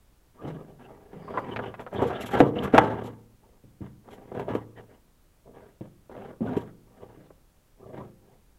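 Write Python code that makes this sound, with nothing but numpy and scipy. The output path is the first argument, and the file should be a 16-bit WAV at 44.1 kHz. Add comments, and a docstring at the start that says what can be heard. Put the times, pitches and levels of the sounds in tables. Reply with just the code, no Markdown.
"""A gritty scrape and a dull knock: a heavy granite block is dragged off a pile, then tumbled into an
upended steel wheelbarrow and shoved into place. Its rough faces stick and slip, knock, squeak and shed
grit, and the steel tray booms under every blow. Outdoors, a few metres away, over faint air: only the
neighbouring stones reflect, and the two heaviest blows overload the microphone."""
import sys
import numpy as np
from scipy import signal
from scipy.fft import rfft, irfft, next_fast_len
from scipy.io import wavfile
from scipy.ndimage import uniform_filter1d

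SR = 44100
rng = np.random.default_rng(int(sys.argv[2]) if len(sys.argv) > 2 else 0)


def log_audio(samples):
    """Write samples as a 16-bit WAV file to the path given in sys.argv[1]."""
    # one column per channel
    frames = np.atleast_2d(samples).T
    # limit to full scale, then quantise
    limited = np.clip(frames, -1, 1)
    pcm = np.round(limited * 32767).astype(np.int16)
    wavfile.write(sys.argv[1], SR, pcm)


N = 378378


def undb(db):
    """Decibels to gain."""
    return 10 ** (np.asarray(db) / 20)


def unit(x):
    """Scale to rms 1."""
    return x / np.sqrt(np.mean(x ** 2))


def unit_energy(x):
    """Scale a response so that it passes white noise at the same level."""
    return x / np.sqrt(np.sum(x ** 2))


def add(track, start_s, x):
    """Mix x into the track from start_s on."""
    i = max(int(start_s * SR), 0)
    track[i:i + len(x)] += x[:len(track) - i]


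def colour(x, curve, size=4096):
    """Minimum-phase EQ shaped by (freq_hz, gain_db) points, scaled to unit energy."""
    hz, db = np.transpose(curve)
    bin_hz = np.maximum(np.arange(size // 2 + 1) * SR / size, 1)
    gain = undb(np.interp(np.log(bin_hz), np.log(hz), db))
    cepstrum = irfft(np.log(gain))
    cepstrum[1:size // 2] *= 2  # folding the cepstrum makes the filter causal
    cepstrum[size // 2 + 1:] = 0
    response = irfft(np.exp(rfft(cepstrum)))
    return signal.fftconvolve(x, unit_energy(response))[:len(x)]


def band(x, low_hz, high_hz, order=2):
    """Butterworth band-pass."""
    edges_hz = [low_hz, min(high_hz, .45 * SR)]
    return signal.sosfilt(signal.butter(order, edges_hz, "band", fs=SR, output="sos"), x)


def drift(rate_hz):
    """Modulator of rms 1 that glides to a new random value rate_hz times a second."""
    hold = int(SR / rate_hz)
    steps = np.repeat(rng.standard_normal(N // hold + 1), hold)
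    return unit(uniform_filter1d(steps, hold)[:N])


def slips(n, per_s, spread_db):
    """Random tiny impacts: many small ones and, as the spread widens, a few large."""
    happens = rng.random(n) < per_s / SR
    polarity = np.sign(rng.standard_normal(n))
    size_db = spread_db * np.minimum(rng.exponential(size=n), np.pi)
    return happens * polarity * undb(size_db)


def stone_reflections(x, decay_s=0.02, scatter_db=-2):
    """Direct sound plus a short spray of reflections from the neighbouring stones."""
    t = np.arange(SR // 30) / SR
    spray = rng.standard_normal(len(t)) * np.exp(-t / decay_s)
    response = undb(scatter_db) * unit_energy(spray)
    response[0] += 1
    return signal.fftconvolve(x, unit_energy(response))[:len(x)]


# Tone of the outdoor bed: freq_hz, gain_db
AIR_EQ = [(10, -2.5), (25, 3), (45, 2), (100, -7), (400, -16.5), (800, -21), (2000, -28.5), (5000, -32.5),
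          (12000, -32.5), (16000, -33.5)]


def air(level_db=-60.5):
    """Faint outdoor rumble under an even hiss."""
    return undb(level_db) * unit(colour(rng.standard_normal(N), AIR_EQ))


# Crumbs crushed under an edge: start_s, level_db
GRIT_CUES = [(1.372, -60), (1.794, -58.5), (1.927, -59), (2.010, -51.5), (2.063, -53), (2.202, -42),
             (2.254, -45), (2.303, -49), (2.326, -51), (2.383, -46), (2.627, -45.5), (3.03, -57),
             (3.052, -53.5), (4.1, -61), (4.125, -60), (4.385, -59), (4.54, -56.5), (6.472, -67),
             (6.56, -53.5), (6.6, -61)]
# Their bright crunch: freq_hz, gain_db
GRIT_EQ = [(800, -28.5), (2000, 7.5), (3300, 12), (4600, -3.5), (7200, 1), (9400, -8.5), (11800, 2.5),
           (13000, -6), (13800, -13.5), (16000, -24)]


def grit(swell_s=0.014):
    """Bursts of tiny fractures that swell while a crumb bears the load, then fade as it gives way."""
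    age = np.arange(SR // 4) / SR / swell_s
    burst = (age * np.exp(1 - age)) ** 2
    crushing = np.zeros(N)
    for start_s, level_db in GRIT_CUES:
        add(crushing, start_s, undb(level_db) * burst)
    fractures = stone_reflections(slips(N, per_s=2200, spread_db=0))
    return crushing * unit(colour(fractures, GRIT_EQ))


# Hard points singing as they skid, from groan to chirp: start_s, pitch_hz, level_db, length_s
SQUEAK_CUES = [(0.376, 1180, -55.5, 0.046), (0.835, 2730, -64, 0.038), (1.158, 4740, -75.5, 0.33),
               (1.278, 1096, -41, 0.018), (1.374, 1950, -43, 0.0227), (1.507, 3000, -50, 0.041),
               (1.613, 2950, -59, 0.091), (1.952, 3350, -51, 0.045), (2.035, 491, -33.5, 0.072),
               (2.145, 3420, -51, .032), (2.208, 2830, -49, 0.017), (2.553, 2830, -51.5, 0.027),
               (2.581, 2950, -39.5, 0.013), (2.583, 3250, -44, 0.0166), (3.431, 864, -64, 0.027),
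               (4.758, 1850, -57.5, 0.049), (6.408, 229.3, -28, 0.044), (6.465, 256, -37, 0.089),
               (6.468, 1430, -48.5, 0.038), (7.994, 993, -48, 0.032)]


def squeaks(width=0.05):
    """Fast stick-slip locks briefly onto a narrow, rough tone."""
    out = np.zeros(N)
    for start_s, pitch_hz, level_db, length_s in SQUEAK_CUES:
        n = int(length_s * SR)
        noise = rng.standard_normal(2 * n)
        tone = band(noise, pitch_hz / (1 + width), pitch_hz * (1 + width))[n:]  # skip the build-up
        add(out, start_s, undb(level_db) * unit(tone * signal.windows.tukey(n, .6)))
    return out


# Panel modes of the steel tray: pitch_hz, gain_db
TRAY_MODES = [(78, -6.5), (112, 5.5), (136, -1), (160, 3), (186, -3.5), (213, 0.5), (248, -4.5), (304, -1),
              (349, -4.5), (431, -8), (479, -2), (528, -1.5), (651, -8.5), (735, -14.5), (795, -11),
              (879, -1.5), (1005, -4), (1170, -7), (1300, -4.5), (1335, -9.5), (1582, -9.5), (1707, -14.5),
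              (1885, -13.5), (2077, -14.5), (2322, -16.5), (2670, -22.5)]
# Tone of its wash of weaker modes: freq_hz, gain_db
TRAY_WASH_EQ = [(60, -6.5), (125, 4), (230, 1), (450, 1), (700, -6.5), (1200, 1.5), (3000, -4.5),
                (4500, -20.5)]


def tray(force, wash_db=-2, bass_t60_s=0.77, treble_t60_s=0.4):
    """The tray booms with its panel modes and a dense wash; its load damps the treble fastest."""
    t = np.arange(SR) / SR

    def fade(hz):
        """Decay of a mode at this frequency."""
        t60_s = np.interp(np.log(hz), np.log([150, 2000]), [bass_t60_s, treble_t60_s])
        return undb(-60 * t / t60_s)

    modes = sum(undb(db) * fade(hz) * np.sin(2 * np.pi * (hz * t + rng.random()))
                for hz, db in TRAY_MODES)
    octaves_hz = np.geomspace(80, 2560, 6)
    tails = sum(band(rng.standard_normal(len(t)), hz, 2 * hz, order=3) * fade(hz) for hz in octaves_hz)
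    wash = colour(tails, TRAY_WASH_EQ)
    response = unit_energy(modes) + undb(wash_db) * unit_energy(wash)
    return undb(-15) * signal.fftconvolve(force, response)[:N]


# Shoves that slide the block over stone and steel: start_s, length_s, judder_db, rasp_db, swell_db
SHOVE_CUES = [(0.333, 0.068, -57, -69, 9), (0.405, 0.099, -40.5, -52, 3), (0.532, 0.087, -47, -61.5, 5.5),
              (0.67, 0.067, -49.5, -69.5, -8), (0.779, 0.15, -50.5, -60.5, -3),
              (0.942, 0.15, -56.5, -71, 2), (1.104, 0.22, -46.5, -60, 2), (1.277, 0.17, -42.5, -55, 1),
              (1.454, 0.23, -37, -50, 0), (1.775, 0.03, -39.5, -51.5, 2), (1.908, 0.13, -31, -44.5, 13),
              (2.065, .23, -37, -45, -3), (2.308, 0.091, -26.5, -35, 6), (2.405, 0.063, -26, -50, 0),
              (2.538, 0.061, -29, -45, 0), (2.613, 0.043, -30, -37, 3), (2.722, 0.058, -21.5, -28.5, 2),
              (2.785, 0.31, -34, -46.5, -13.5), (3.413, 0.16, -62.5, -79, -4), (3.805, 0.042, -44, -56, -1),
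              (4.035, 0.096, -50, -62, 9), (4.147, 0.16, -51.5, -67, 0), (4.311, .1, -35, -51.5, 7),
              (4.471, 0.094, -31.5, -43.5, -4), (4.75, 0.044, -45.5, -58.5, 3.5),
              (4.882, 0.054, -55, -67.5, 3), (5.445, 0.045, -47, -80, 2), (5.53, 0.16, -51, -63.5, -9),
              (5.804, 0.049, -51, -65.5, -3), (6.09, .22, -45, -57, 3), (6.405, 0.054, -34.5, -56.5, 0),
              (6.453, 0.15, -36.5, -50, -0.5), (6.648, .04, -60, -60, -5), (6.857, .13, -60, -73, 8),
              (6.991, 0.037, -44, -62, 4.5), (7.07, 0.2, -57, -68.5, -4.5), (7.77, 0.14, -49, -69.5, 8.5),
              (7.922, 0.098, -42, -55, 3), (8.212, 0.13, -60.5, -77, 5)]


def shoves(attack_s=0.03, release_s=0.028, creep_db=-17.5, creep_s=0.047):
    """Judder and rasp envelopes: the block breaks loose, swells or sags, stops and creeps on faintly."""
    t = np.arange(SR) / SR
    judder, rasp = np.zeros(N), np.zeros(N)
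    for start_s, length_s, judder_db, rasp_db, swell_db in SHOVE_CUES:
        since_stop_s = np.maximum(t - length_s, 0)
        attack = np.minimum(t / attack_s, 1)
        swell = undb(swell_db * (np.minimum(t / length_s, 1) - .5))
        release = np.exp(-since_stop_s / release_s)
        creep = undb(creep_db) * np.exp(-since_stop_s / creep_s)
        push = attack * swell * (release + creep)
        add(judder, start_s, undb(judder_db) * push)
        add(rasp, start_s, undb(rasp_db) * push)
    return judder, rasp


def moving_contact(x, depth_db, rate_hz):
    """The point of contact moves, so each third of an octave from 400 Hz to 4 kHz swells and fades."""
    spectrum = rfft(x, next_fast_len(N))
    bin_hz = np.linspace(1, SR / 2, len(spectrum))
    thirds = np.clip(3 * np.log2(bin_hz / 400), 0, 10)
    out = np.zeros(N)
    for centre in range(11):
        window = np.maximum(1 - np.abs(thirds - centre), 0)
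        out += irfft(spectrum * window)[:N] * undb(depth_db * drift(rate_hz))
    return out


def steady(x, span_s=0.036):
    """Level out a slip train: the push of the hands sets its power, not the single tooth."""
    power = uniform_filter1d(x ** 2, int(span_s * SR))
    floor = np.mean(x ** 2) * undb(-16.5)
    return x / np.sqrt(power + floor)


# The grind's low judder, mid scrape and high rasp, each: freq_hz, gain_db
JUDDER_EQ = [(40, -32), (75, -10), (130, -3.5), (220, -3), (330, -4.5), (450, 0), (650, -4), (1000, -24),
             (2000, -62.5)]
SCRAPE_EQ = [(200, -32.5), (450, -6), (650, -0.5), (950, -3), (1300, -6), (2000, -23), (4000, -65.5)]
RASP_EQ = [(500, -29), (900, -4), (1300, 11.5), (2000, 0), (2450, -8), (3100, -10), (3700, -17.5),
           (4400, -29.5), (7000, -33.5), (12000, -42), (16000, -50)]


def grinding():
    """Coarse teeth of the stone catch and let go, shaking the block; finer teeth rasp in between."""
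    weight, roughness = shoves()
    catch = undb(3.3 * drift(rate_hz=70))
    coarse = stone_reflections(unit(slips(N, per_s=450, spread_db=3.2))) * catch
    fine = stone_reflections(unit(slips(N, per_s=2200, spread_db=2.5))) * catch
    fine = moving_contact(fine, depth_db=4.5, rate_hz=28)
    judder = steady(colour(coarse, JUDDER_EQ)) * weight
    # middling teeth follow both the weight and the roughness
    scrape = steady(colour(coarse + fine, SCRAPE_EQ)) * np.sqrt(weight * roughness) * undb(2.5)
    rasp = steady(colour(.45 * coarse + .42 * fine, RASP_EQ)) * roughness * undb(4.5)
    return judder + scrape + rasp


# Sharp edge of chipping stone: freq_hz, gain_db
CRACK_EQ = [(500, -13.5), (1200, -6), (2000, 4.5), (3100, -4.5), (4200, -16.5), (6000, -28), (12000, -31.5),
            (16000, -46)]


def knock(pitch_hz, chatter_s, first_touch=.5):
    """One push, whose softness sets the pitch, then chatter as the faces seat; chipping adds a crack."""
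    t = np.arange(SR // 6) / SR
    seating = np.exp(-(t / (1.37 * chatter_s)) ** 2) + .05 * np.exp(-t / 0.045)
    chatter = unit_energy(slips(len(t), per_s=4000, spread_db=1.5) * seating)
    contact = chatter + first_touch * (t == 0)
    body = band(contact, .45 * pitch_hz, 1.44 * pitch_hz)
    body = unit_energy(band(body, 49, 2.5 * pitch_hz))
    # the weight of the block thumps underneath, the more so in soft blows
    thump = undb(-15) * 400 / pitch_hz * unit_energy(band(contact, 74, 230))
    # hard, brief blows crack most: 6.5 dB more per octave of pitch, 6 dB per halving of the chatter
    crack_db = -22.5 + 6.5 * np.log2(pitch_hz / 500) + 6 * np.log2(.007 / chatter_s)
    crack = undb(crack_db) * unit_energy(colour(chatter, CRACK_EQ))
    # longer chatter holds more energy at the same peak
    return (body + thump + crack) * np.sqrt(SR * (chatter_s + 0.0042)) * 0.39


# Blows of the block: start_s, level_db, pitch_hz, chatter_s, tray_send_db
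KNOCK_CUES = [(0.444, -29, 280, 0.021, 2.5), (.905, -38, 555, 0.0071, 6), (1.134, -39, 323, 0.011, 9),
              (1.284, -38.5, 1060, 0.0058, -14), (1.34, -28.5, 720, 0.012, 10),
              (1.3743, -16.5, 870, 0.013, -7), (1.562, -25.5, 1570, 0.0086, -29),
              (1.591, -21.5, 910, 0.01, -14), (1.639, -29.5, 1120, .007, -5), (1.741, -32, 1166, 0.009, -8),
              (1.795, -32.5, 1060, 0.016, -12), (1.865, -29.5, 920, 0.011, -8),
              (1.928, -26.5, 477, 0.0084, -13), (2.019, -13.5, 610, 0.016, -16),
              (2.098, -25.5, 714, 0.026, -12), (2.341, -19, 644, 0.017, 3), (2.4033, 2.5, 496, 0.01, -8.5),
              (2.42, -11, 230, .012, -15), (2.7385, -3.5, 350, 0.0068, -6), (2.747, -8, 565, 0.013, -5),
              (2.78, 5, 700, 0.0052, -7.5), (3.638, -42.5, 268, .006, 1.5), (3.807, -29, 185, 0.015, -4),
              (4.087, -39, 860, 0.0054, -11), (4.318, -29, 490, 0.0096, -3.5),
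              (4.362, -33, 516, 0.0056, 4.5), (4.396, -21, 636, 0.0037, -12),
              (4.482, -24.5, 520, 0.011, -8), (4.551, -13, 410, 0.0051, -16.5),
              (5.475, -47.5, 558, .007, -2.5), (5.809, -26, 269, 0.008, -9),
              (5.855, -41.5, 470, 0.0045, -9), (6.096, -36, 510, 0.0085, 1), (6.165, -33, 374, 0.0031, 7),
              (6.407, -22, 290, 0.016, -6), (6.434, -36, 260, 0.0082, -4), (6.5669, -12, 309, 0.0079, -14),
              (7.173, -40.5, 282, .0047, 0.5), (7.304, -39.5, 589, 0.0076, -6),
              (7.941, -31.5, 421, 0.0053, -2), (7.983, -33, 221, .007, -8)]


def knocks():
    """The block's blows as heard through the air, and the share of them that drives the tray."""
    direct, tray_send = np.zeros(N), np.zeros(N)
    for start_s, level_db, pitch_hz, chatter_s, tray_send_db in KNOCK_CUES:
        blow = undb(level_db) * knock(pitch_hz, chatter_s)
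        add(direct, start_s, blow)
        add(tray_send, start_s, undb(tray_send_db) * blow)
    return direct, tray_send


def scene():
    """Mono mix: stone heard directly and through the ringing tray, over the outdoor bed."""
    grind = grinding()
    blows, tray_send = knocks()
    boom = tray(tray_send + undb(-9) * grind)
    return (grind + blows + boom + squeaks() + grit() + air())[None]


def record(dry, ceiling=0.59, top_hz=15750):
    """The microphone clips the heaviest peaks; a steep low-pass trims the top."""
    clipped = dry / (1 + (dry / ceiling) ** 14) ** (1 / 14)
    return signal.sosfilt(signal.ellip(8, .2, 70, top_hz, fs=SR, output="sos"), clipped)


dry = scene()
out = record(dry)
log_audio(out)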